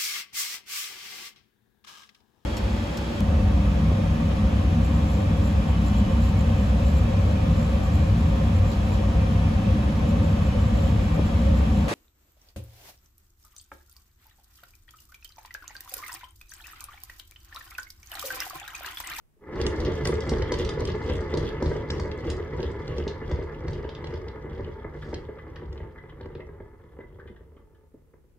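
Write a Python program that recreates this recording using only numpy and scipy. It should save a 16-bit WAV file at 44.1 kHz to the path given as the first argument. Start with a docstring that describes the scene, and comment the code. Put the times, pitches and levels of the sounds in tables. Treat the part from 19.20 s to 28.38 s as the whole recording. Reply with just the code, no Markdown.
"""A cardboard box in a quiet room, close to a stereo pair; inside, a turntable carries a wet canvas.
First a hand flings it round: the rough ball bearing makes the platter whir, knock, click and scrape,
the box floor rumbles and thuds, and paint flies off the edges and spatters on the cardboard.
Then it coasts down, swelling once a turn under the off-centre load. From about 6 s the slowing balls
chatter in their cage; last come a few soft, separate bearing knocks, and all fades into the room's air."""
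import sys
import numpy as np
from scipy import signal
from scipy.fft import rfft, irfft
from scipy.io import wavfile
from scipy.ndimage import uniform_filter1d

SR = 44100
rng = np.random.default_rng(int(sys.argv[2]) if len(sys.argv) > 2 else 0)


def dump(signal):
    """Clip the signal to [-1, 1] and save it as 16-bit WAV at the path in sys.argv[1]."""
    limited = np.clip(np.atleast_2d(signal).T, -1, 1)
    pcm = np.round(limited * 32767).astype(np.int16)
    wavfile.write(sys.argv[1], SR, pcm)


N = 404838
TIME = np.arange(N) / SR
PUSH_S, RELEASE_S = .15, .4
TOP_TURNS_PER_S, FRICTION_TURNS_PER_S2 = 4.329, .4445
ROLL_CONTACT_HZ, BOX_CONTACT_HZ = 8700, 650   # rolling at top speed excites little above these


def spin():
    """The hand pushes, then constant friction brakes: speed as a share of the top, and turns made."""
    pushed = np.clip((TIME - PUSH_S) / (RELEASE_S - PUSH_S), .01, 1)
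    turns_per_s = pushed * (TOP_TURNS_PER_S - FRICTION_TURNS_PER_S2 * np.maximum(TIME - RELEASE_S, 0))
    return turns_per_s / TOP_TURNS_PER_S, np.cumsum(turns_per_s) / SR


def spin_level(top_db, power, swing, heavy_side_turns=.65):
    """Level in dB that grows with speed and swells once a turn under the off-centre load."""
    speed, turns = spin()
    load = 1 + swing * np.cos(2 * np.pi * (turns - heavy_side_turns))
    return top_db + 20 * np.log10(speed ** power * load)


# modes of the platter and stretched canvas: f/Hz, width/Hz, level/dB
PLATTER_MODES = [(198.2, 4.7, -6), (247.5, 150, -13.5), (320.2, 18.5, -6), (357.7, 22.2, -5.5),
                 (438.5, 51.6, -4.5), (561.7, 89, -16), (626.5, 27, -17), (697, 14, -23.5), (888, 57, -20),
                 (970.4, 12.2, -13.5), (1226, 360, -23.5), (1595, 35, -23), (1670, 164, -24),
                 (1869, 49, -28.5), (1944, 180, -21.5), (2062, 415, -24.5)]
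def whir(level_db, speed, contacts_per_s, split_hz=660, rattle_db=-44):
    """Rolling balls shake the platter in quick surges; slowing, they come singly and miss upper modes."""
    force = steadied(bumps(contacts_per_s, spread_db=3.5) * from_db(2.36 * drift(55)), seconds=0.11)
    low = rolled_over(force, [m for m in PLATTER_MODES if m[0] < split_hz], ROLL_CONTACT_HZ)
    upper_modes = [m for m in PLATTER_MODES if m[0] >= split_hz]
    high = rolled_over(force, upper_modes, ROLL_CONTACT_HZ * speed ** 1.34)
    rattle = rms_one(high) * from_db(rattle_db) * speed ** 1.45   # does not feel the load
    return steadied(low, seconds=0.15) * from_db(level_db) + rattle


# balls dropping over rough spots under the platter: t/s, level/dB, tilt/(dB per octave)
BALL_DROPS = [(0.398, -29, 2), (0.597, -27, 2), (0.854, -23, 6.5), (0.891, -18.5, -3.5), (1.117, -17, -1.5),
              (1.167, -23, 0.5), (1.219, -26.5, 10), (1.318, -18.5, 1), (1.574, -22.5, 1), (1.86, -24, -9),
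              (1.895, -20.5, -1.5), (1.988, -25.5, 1.5), (2.138, -17, -3), (2.17, -19.5, -4.5),
              (2.422, -18, -4), (2.459, -22.5, -3), (2.515, -19.5, 1), (2.555, -24, -2), (2.7, -23.5, 3.5),
              (2.796, -24, 1.5), (3.079, -23.5, 1), (3.393, -22.5, -2.5), (3.783, -23, -5),
              (3.867, -22.5, -4), (4.112, -21, 0), (4.188, -23.5, -2.5), (4.482, -29, 2.5),
              (4.645, -28.5, -1), (4.841, -26.5, 2), (4.937, -27.5, -1), (5.243, -30, -4),
              (5.394, -24.5, -3), (5.645, -27, -1), (5.929, -23.5, -0.5), (6.087, -29, -4),
              (6.602, -32.5, 1), (7.008, -30, -2), (7.057, -31, -1.5), (7.151, -30.5, -2), (7.195, -31, -1),
              (7.289, -36.5, 0.5), (7.402, -33, -2), (7.788, -32, -1), (7.801, -38, -1), (7.987, -40, 0),
              (8.056, -39.5, -2), (8.098, -38.5, -13), (8.362, -46.5, -6), (8.741, -41, -8.5),
              (8.937, -45.5, 0.5)]
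def knocks(scatter_db, thump_db, contact_hz, damping_per_s, gain_db):
    """Each drop strikes the platter's modes with strengths of its own and thumps the box floor."""
    out, rings, thump = np.zeros(N), mode_rings(PLATTER_MODES), mode_rings(FLOOR_MODES).sum(0)
    octaves, t = np.log2(np.array(PLATTER_MODES)[:, 0] / 450), TIME[:len(thump)]
    # the platter takes a cycle to get going, then the ball damps it
    swell = (1 - np.exp(-t / 0.0019)) * np.exp(-damping_per_s * t)
    for s, db, tilt in BALL_DROPS:
        ring = from_db(scatter_db * rng.standard_normal(len(rings)) + tilt * octaves) @ rings
        blow = cut(ring, contact_hz, "low") * swell + from_db(thump_db) * thump
        add(out, s, blow / np.abs(blow).max() * from_db(db + gain_db))
    return out


def lift(length_s):
    """A ball rides up a rough spot just before it drops: 0 in contact, 1 lifted."""
    ahead_s = np.array(BALL_DROPS)[:, :1] - TIME[::64]
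    lifted = np.exp(-np.abs(ahead_s) / length_s) * (ahead_s > 0)
    return np.interp(TIME, TIME[::64], lifted.max(0))


# balls snapping hard against the track: t/s, level/dB, treble tilt/(dB per octave)
BALL_SNAPS = [(0.4128, -36, 2), (0.464, -29.5, -4), (0.6007, -42, 2), (0.6478, -40.5, -8),
              (0.6637, -54, -20), (0.852, -31.5, 5), (0.8705, -31, 4.5), (1.004, -42.5, 4),
              (1.092, -36.5, 4), (1.2204, -38.5, -6), (1.3196, -34, -0.5), (1.3382, -35.5, -6),
              (1.3857, -43.5, 3.5), (1.4475, -40, -2), (1.4897, -35.5, -5), (1.6036, -43.5, 6),
              (1.6505, -38, 1), (1.6733, -40.5, -5), (1.8971, -39, -14), (1.9323, -55, 12),
              (2.138, -39.5, -6), (2.1717, -39.0, -2), (2.254, -48, -11), (2.2885, -44.5, -5),
              (2.4234, -44.5, 5), (2.4578, -44, -3), (2.7017, -31.5, -9), (2.7963, -42.5, 1.5),
              (2.9132, -41, -16.5), (3.0992, -38.0, 0.5), (3.4007, -48, -21), (3.4278, -40.5, -12),
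              (3.6767, -44.5, -7), (3.7807, -43, -9), (3.798, -49, -17), (3.877, -38, -10),
              (4.1125, -48.5, -5), (4.4798, -47, -4), (4.5307, -48.5, -10), (4.6896, -44.5, -18),
              (4.7481, -45, -12), (4.8412, -45, -12), (4.869, -45, -13), (4.938, -51, -4),
              (5.0815, -48, -11), (5.444, -49, -24), (5.941, -39.5, -8), (6.358, -50, -17),
              (6.526, -54, -7), (6.5754, -52, -24), (7.01, -55, -13), (7.03, -60, -19), (7.0573, -60, -11),
              (7.1498, -52, -26), (7.2033, -61.5, -28)]
def clicks(swell_s, length_s, treble_hz, mic_lag_s):
    """Each snap is a dry, broad clack of a few milliseconds, coloured by the box."""
    out, t = np.zeros((2, N)), TIME[:1024]
    swell = t ** 2 * np.exp(-(t / swell_s) ** 0.98)
    for s, db, tilt in BALL_SNAPS:
        colour = [(hz, level + tilt * max(np.log2(hz / treble_hz), 0)) for hz, level in BOX_COLOUR]
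        clack = through(rng.standard_normal(len(t)) * swell, response_of(colour))
        clack *= from_db(db) * np.sqrt(length_s * SR / np.sum(clack ** 2))
        add(out, s, at_mics(clack, mic_lag_s * rng.uniform(-1, 1)))
    return out


# modes of the steel track: f/Hz, width/Hz, level/dB
TRACK_MODES = [(2856, 400, 1), (3320, 300, 1.5), (4800, 1300, -11.5), (6000, 1300, -13)]
def scrape(level_db, speed):
    """Grit under the balls keeps the track ringing, brighter at speed; each mode surges on its own."""
    ring = np.zeros(N)
    for mode in TRACK_MODES:
        grit = rolled_over(bumps(800 * speed, spread_db=4.5), [mode], ROLL_CONTACT_HZ)
        ring += grit * from_db(4.2 * drift(40)) * speed ** (0.54 * np.log2(mode[0] / 3000))
    surge_db = 2.3 * drift(25)
    return rms_one(cut(ring, 2480, "high", order=4)) * from_db(level_db + surge_db)


# modes of the ball cage: f/Hz, width/Hz, level/dB
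CAGE_MODES = [(940, 54, -5), (1150, 110, 3), (1730, 210, 3), (2020, 54, 6), (3180, 450, -10.5)]
# slowing balls striking the cage: t/s, level/dB
CAGE_HITS = [(5.82, -34), (6.183, -36), (6.358, -37), (6.777, -40.5), (6.892, -43), (7.199, -39),
             (7.802, -41.5), (7.995, -40.5), (8.072, -45), (8.159, -48), (8.365, -51), (8.546, -58)]
def chatter(bounce_s, scatter_db, gain_db):
    """A loose ball bounces briefly and rings the cage's modes with strengths of its own."""
    out, rings = np.zeros(N), mode_rings(CAGE_MODES, size=1024)
    for s, db in CAGE_HITS:
        clack = through(burst(bounce_s), from_db(scatter_db * rng.standard_normal(len(rings))) @ rings)
        add(out, s, clack / np.abs(clack).max() * from_db(db + gain_db))
    return out


# modes of the loaded box floor: f/Hz, width/Hz, level/dB
FLOOR_MODES = [(35.3, 5.6, -5), (70.4, 25.4, 1), (87.9, 35.4, -1), (107.2, 11.8, -2.5), (151.3, 10.9, -5.5)]
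def rumble(level_db, contacts_per_s, contact_hz):
    """The rolling drums on the box floor through the turntable's base."""
    ring = rolled_over(bumps(contacts_per_s, spread_db=3.5), FLOOR_MODES, contact_hz)
    return cut(steadied(ring, seconds=0.13), 34, "high", order=4) * from_db(level_db)


# the load rocking on the box floor: t/s, level/dB
FLOOR_THUDS = [(0.642, -30), (1.12, -24), (1.21, -21), (2.183, -23), (2.459, -23), (3.689, -26),
               (4.122, -22.5), (4.468, -24), (6.488, -32.5), (6.606, -31.5)]
def thuds(contact_hz, gain_db):
    """A soft, heavy blow rings the box floor alone."""
    out, thud = np.zeros(N), cut(mode_rings(FLOOR_MODES).sum(0), contact_hz, "low")
    for s, db in FLOOR_THUDS:
        add(out, s, thud / np.abs(thud).max() * from_db(db + gain_db))
    return out


# colour of a tick or click inside the cardboard box: f/Hz, level/dB
BOX_COLOUR = [(600, -4), (2300, -2.5), (3000, 5.5), (5000, 8), (6800, -1), (9800, -10), (10700, -31),
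              (15500, -25.5)]
def spray(level_db, speed, mic_lag_s):
    """Droplets tick on the cardboard all round the box; fast ones splash brighter."""
    patter = np.zeros((2, N))
    for hz in np.geomspace(2800, 9000, 6):
        hits = through(bumps(45 * speed, spread_db=5.0), burst(spread_s=0.0013))
        band = signal.lfilter(*signal.iirpeak(hz, Q=2.4, fs=SR), hits + 1e-18)
        ticks = rms_one(band) * speed ** np.log2(hz / 3000)
        patter += at_mics(ticks, mic_lag_s * rng.uniform(-0.54, 1))
    boxed = np.array([through(channel, response_of(BOX_COLOUR)) for channel in patter])
    return steadied(boxed, seconds=0.093) * from_db(level_db + 0.99 * drift(9.4))


# strings of paint landing, centred between the microphones: t/s, length/s, level/dB
PAINT_STRINGS = [(2.41, 0.16, -59.5), (5.72, 0.34, -68)]
def streaks(droplets_per_s, spread_db):
    """A string of paint lands as a dense, gritty patter that swells and fades."""
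    patter = rms_one(through(bumps(droplets_per_s, spread_db), response_of(BOX_COLOUR)))
    level = np.zeros(N)
    for s, length, db in PAINT_STRINGS:
        add(level, s, from_db(db) * np.sqrt(np.hanning(int(length * SR))))
    return patter * level


def room(pair, t60_s, wet_db, side_db, side_hz, size=16384):
    """Box walls and the room beyond add a short tail, drier on top, its paths shifting with each turn."""
    t, mono, angle = TIME[:size], pair.mean(0), 2 * np.pi * spin()[1]
    fade = from_db(-60 * t / t60_s) * (t > .002)
    tails = []
    for noise in rng.standard_normal((4, size)):
        low, high = cut(noise, 3500, "low", order=3), cut(noise, 3500, "high", order=3)
        tails.append(rms_one(low * fade + 1.25 * high * fade ** 1.5) / np.sqrt(size))
    mid, side = [through(mono * np.cos(angle), a) + through(mono * np.sin(angle), b)
                 for a, b in (tails[:2], tails[2:])]
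    centre = from_db(wet_db) * cut(mid, 470, "high", order=1)
    width = from_db(side_db) * cut(side, side_hz, "high", order=1)   # long waves reach both mics alike
    return pair + np.array([centre + width, centre - width])


# spectrum of the room's still air: f/Hz, level/dB
ROOM_TONE = [(20, -3), (70, -8.5), (130, -10.5), (400, -22), (800, -29), (2000, -34), (4000, -41.5),
             (15500, -40)]
def air(level_db):
    """A faint, dark hush, different at each microphone."""
    hush = [rms_one(through(rng.standard_normal(N), response_of(ROOM_TONE))) for _ in "lr"]
    return from_db(level_db) * np.array(hush)


def at_mics(x, lead_s):
    """Stereo pair; the sound reaches the left microphone first if lead_s is positive."""
    lag = round(lead_s * SR)
    return np.array([np.roll(x, max(-lag, 0)), np.roll(x, max(lag, 0))])


def bumps(per_s, spread_db):
    """Random contacts of uneven size, rms 1 whatever their rate."""
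    out, at = np.zeros(N), np.flatnonzero(rng.random(N) < per_s / SR)
    sizes = from_db(spread_db * np.minimum(rng.exponential(1, N)[at], 4))
    out[at] = sizes * np.sign(rng.random(N)[at] - .5)
    return rms_one(out / np.sqrt(per_s))


def burst(spread_s, size=2048):
    """Force of a rough contact: a quick swell of noise that soon dies."""
    t = TIME[:size]
    return rms_one(rng.standard_normal(size) * t * np.exp(-t / spread_s))


def rolled_over(force, modes, contact_hz):
    """Ring a body with the force of rolling; modes above the contact pitch are hardly reached."""
    ring = np.zeros(N)
    for k, (hz, width, db) in enumerate(modes):
        r, w = np.exp(-np.pi * width / SR), 2 * np.pi * hz / SR
        gain = (-1) ** k * from_db(db) * width * np.sin(w)
        drive = force / (1 + (hz / contact_hz) ** 2)
        ring += signal.lfilter([0, gain], [1, -2 * r * np.cos(w), r * r], drive + 1e-18)
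    return ring


def mode_rings(modes, size=8192):
    """One decaying sine per mode, neighbours in opposite phase."""
    hz, width, db = np.transpose(modes)[:, :, None]
    t, sign = TIME[:size], (-1) ** np.arange(len(modes))[:, None]
    return sign * from_db(db) * width * np.exp(-np.pi * width * t) * np.sin(2 * np.pi * hz * t)


def response_of(spectrum, size=4096):
    """Causal impulse response with a given spectrum."""
    hz, db = np.transpose(spectrum)
    grid = np.linspace(1, SR / 2, size // 2 + 1)
    cepstrum = irfft(np.log(from_db(np.interp(np.log(grid), np.log(hz), db))))
    return irfft(np.exp(2 * rfft(cepstrum[:size // 2], size)))


def steadied(x, seconds):
    """Hold the running rms at 1, so that bumps even out over a short while."""
    return x / np.sqrt(np.abs(uniform_filter1d(x ** 2, int(seconds * SR))) + 1e-12)


def drift(per_s):
    """Random wander with rms 1."""
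    knots = rng.standard_normal(4096)
    return rms_one(np.interp(TIME * per_s, np.arange(len(knots)), knots))


def through(x, response):
    """Pass a signal through an impulse response."""
    return signal.oaconvolve(x, response)[:N]


def cut(x, hz, kind, order=2):
    """Butterworth low- or high-pass."""
    return signal.sosfilt(signal.butter(order, hz, kind, fs=SR, output="sos"), x + 1e-18)


def add(track, s, sound):
    """Lay a sound into a track at a time."""
    start = round(s * SR)
    track[..., start:start + sound.shape[-1]] += sound[..., :N - start]


def from_db(db):
    """Decibels to gain."""
    return 10 ** (np.asarray(db) / 20)


def rms_one(x):
    """Scale to rms 1."""
    return x / np.sqrt(np.mean(x ** 2) + 1e-20)


def scene():
    """Turntable, box and flying paint up close, near the centre of the pair; the quiet room behind."""
    speed, _ = spin()   # a faster spin is louder, meets more bumps and flings more paint
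    whir_db = spin_level(top_db=-30.5, power=1.963, swing=.26) - 1.3 * lift(length_s=0.0072)
    platter = whir(whir_db, speed, contacts_per_s=3200 * speed ** 1.6)
    platter += scrape(spin_level(top_db=-53, power=2.48, swing=.42), speed)
    platter += chatter(bounce_s=.005, scatter_db=5.0, gain_db=-1.5)
    platter += knocks(scatter_db=3.0, thump_db=-6.0, contact_hz=2540, damping_per_s=61, gain_db=0.5)
    rocking = np.clip((TIME - PUSH_S) / 0.37, 0, 1)   # the hand steadies the load at first
    rumble_db = spin_level(top_db=-29, power=1.616, swing=.38)
    box = rocking * rumble(rumble_db, contacts_per_s=2500 * speed, contact_hz=BOX_CONTACT_HZ * speed)
    turntable = at_mics(platter + box + thuds(contact_hz=112, gain_db=2.5), lead_s=.00007)
    turntable += clicks(swell_s=0.0013, length_s=0.0063, treble_hz=3100, mic_lag_s=.00013)
    paint = rocking * spray(spin_level(top_db=-53.5, power=3.1, swing=.42), speed, mic_lag_s=.0002)
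    paint += streaks(droplets_per_s=2000, spread_db=4.5)
    return air(level_db=-65) + room(turntable + paint, t60_s=0.31, wet_db=-3.0, side_db=-3.5, side_hz=760)


def record(dry):
    """The top is cut steeply above 15.6 kHz."""
    return signal.sosfilt(signal.ellip(10, .1, 80, 15600, fs=SR, output="sos"), dry)


dry = scene()
out = record(dry)
dump(out)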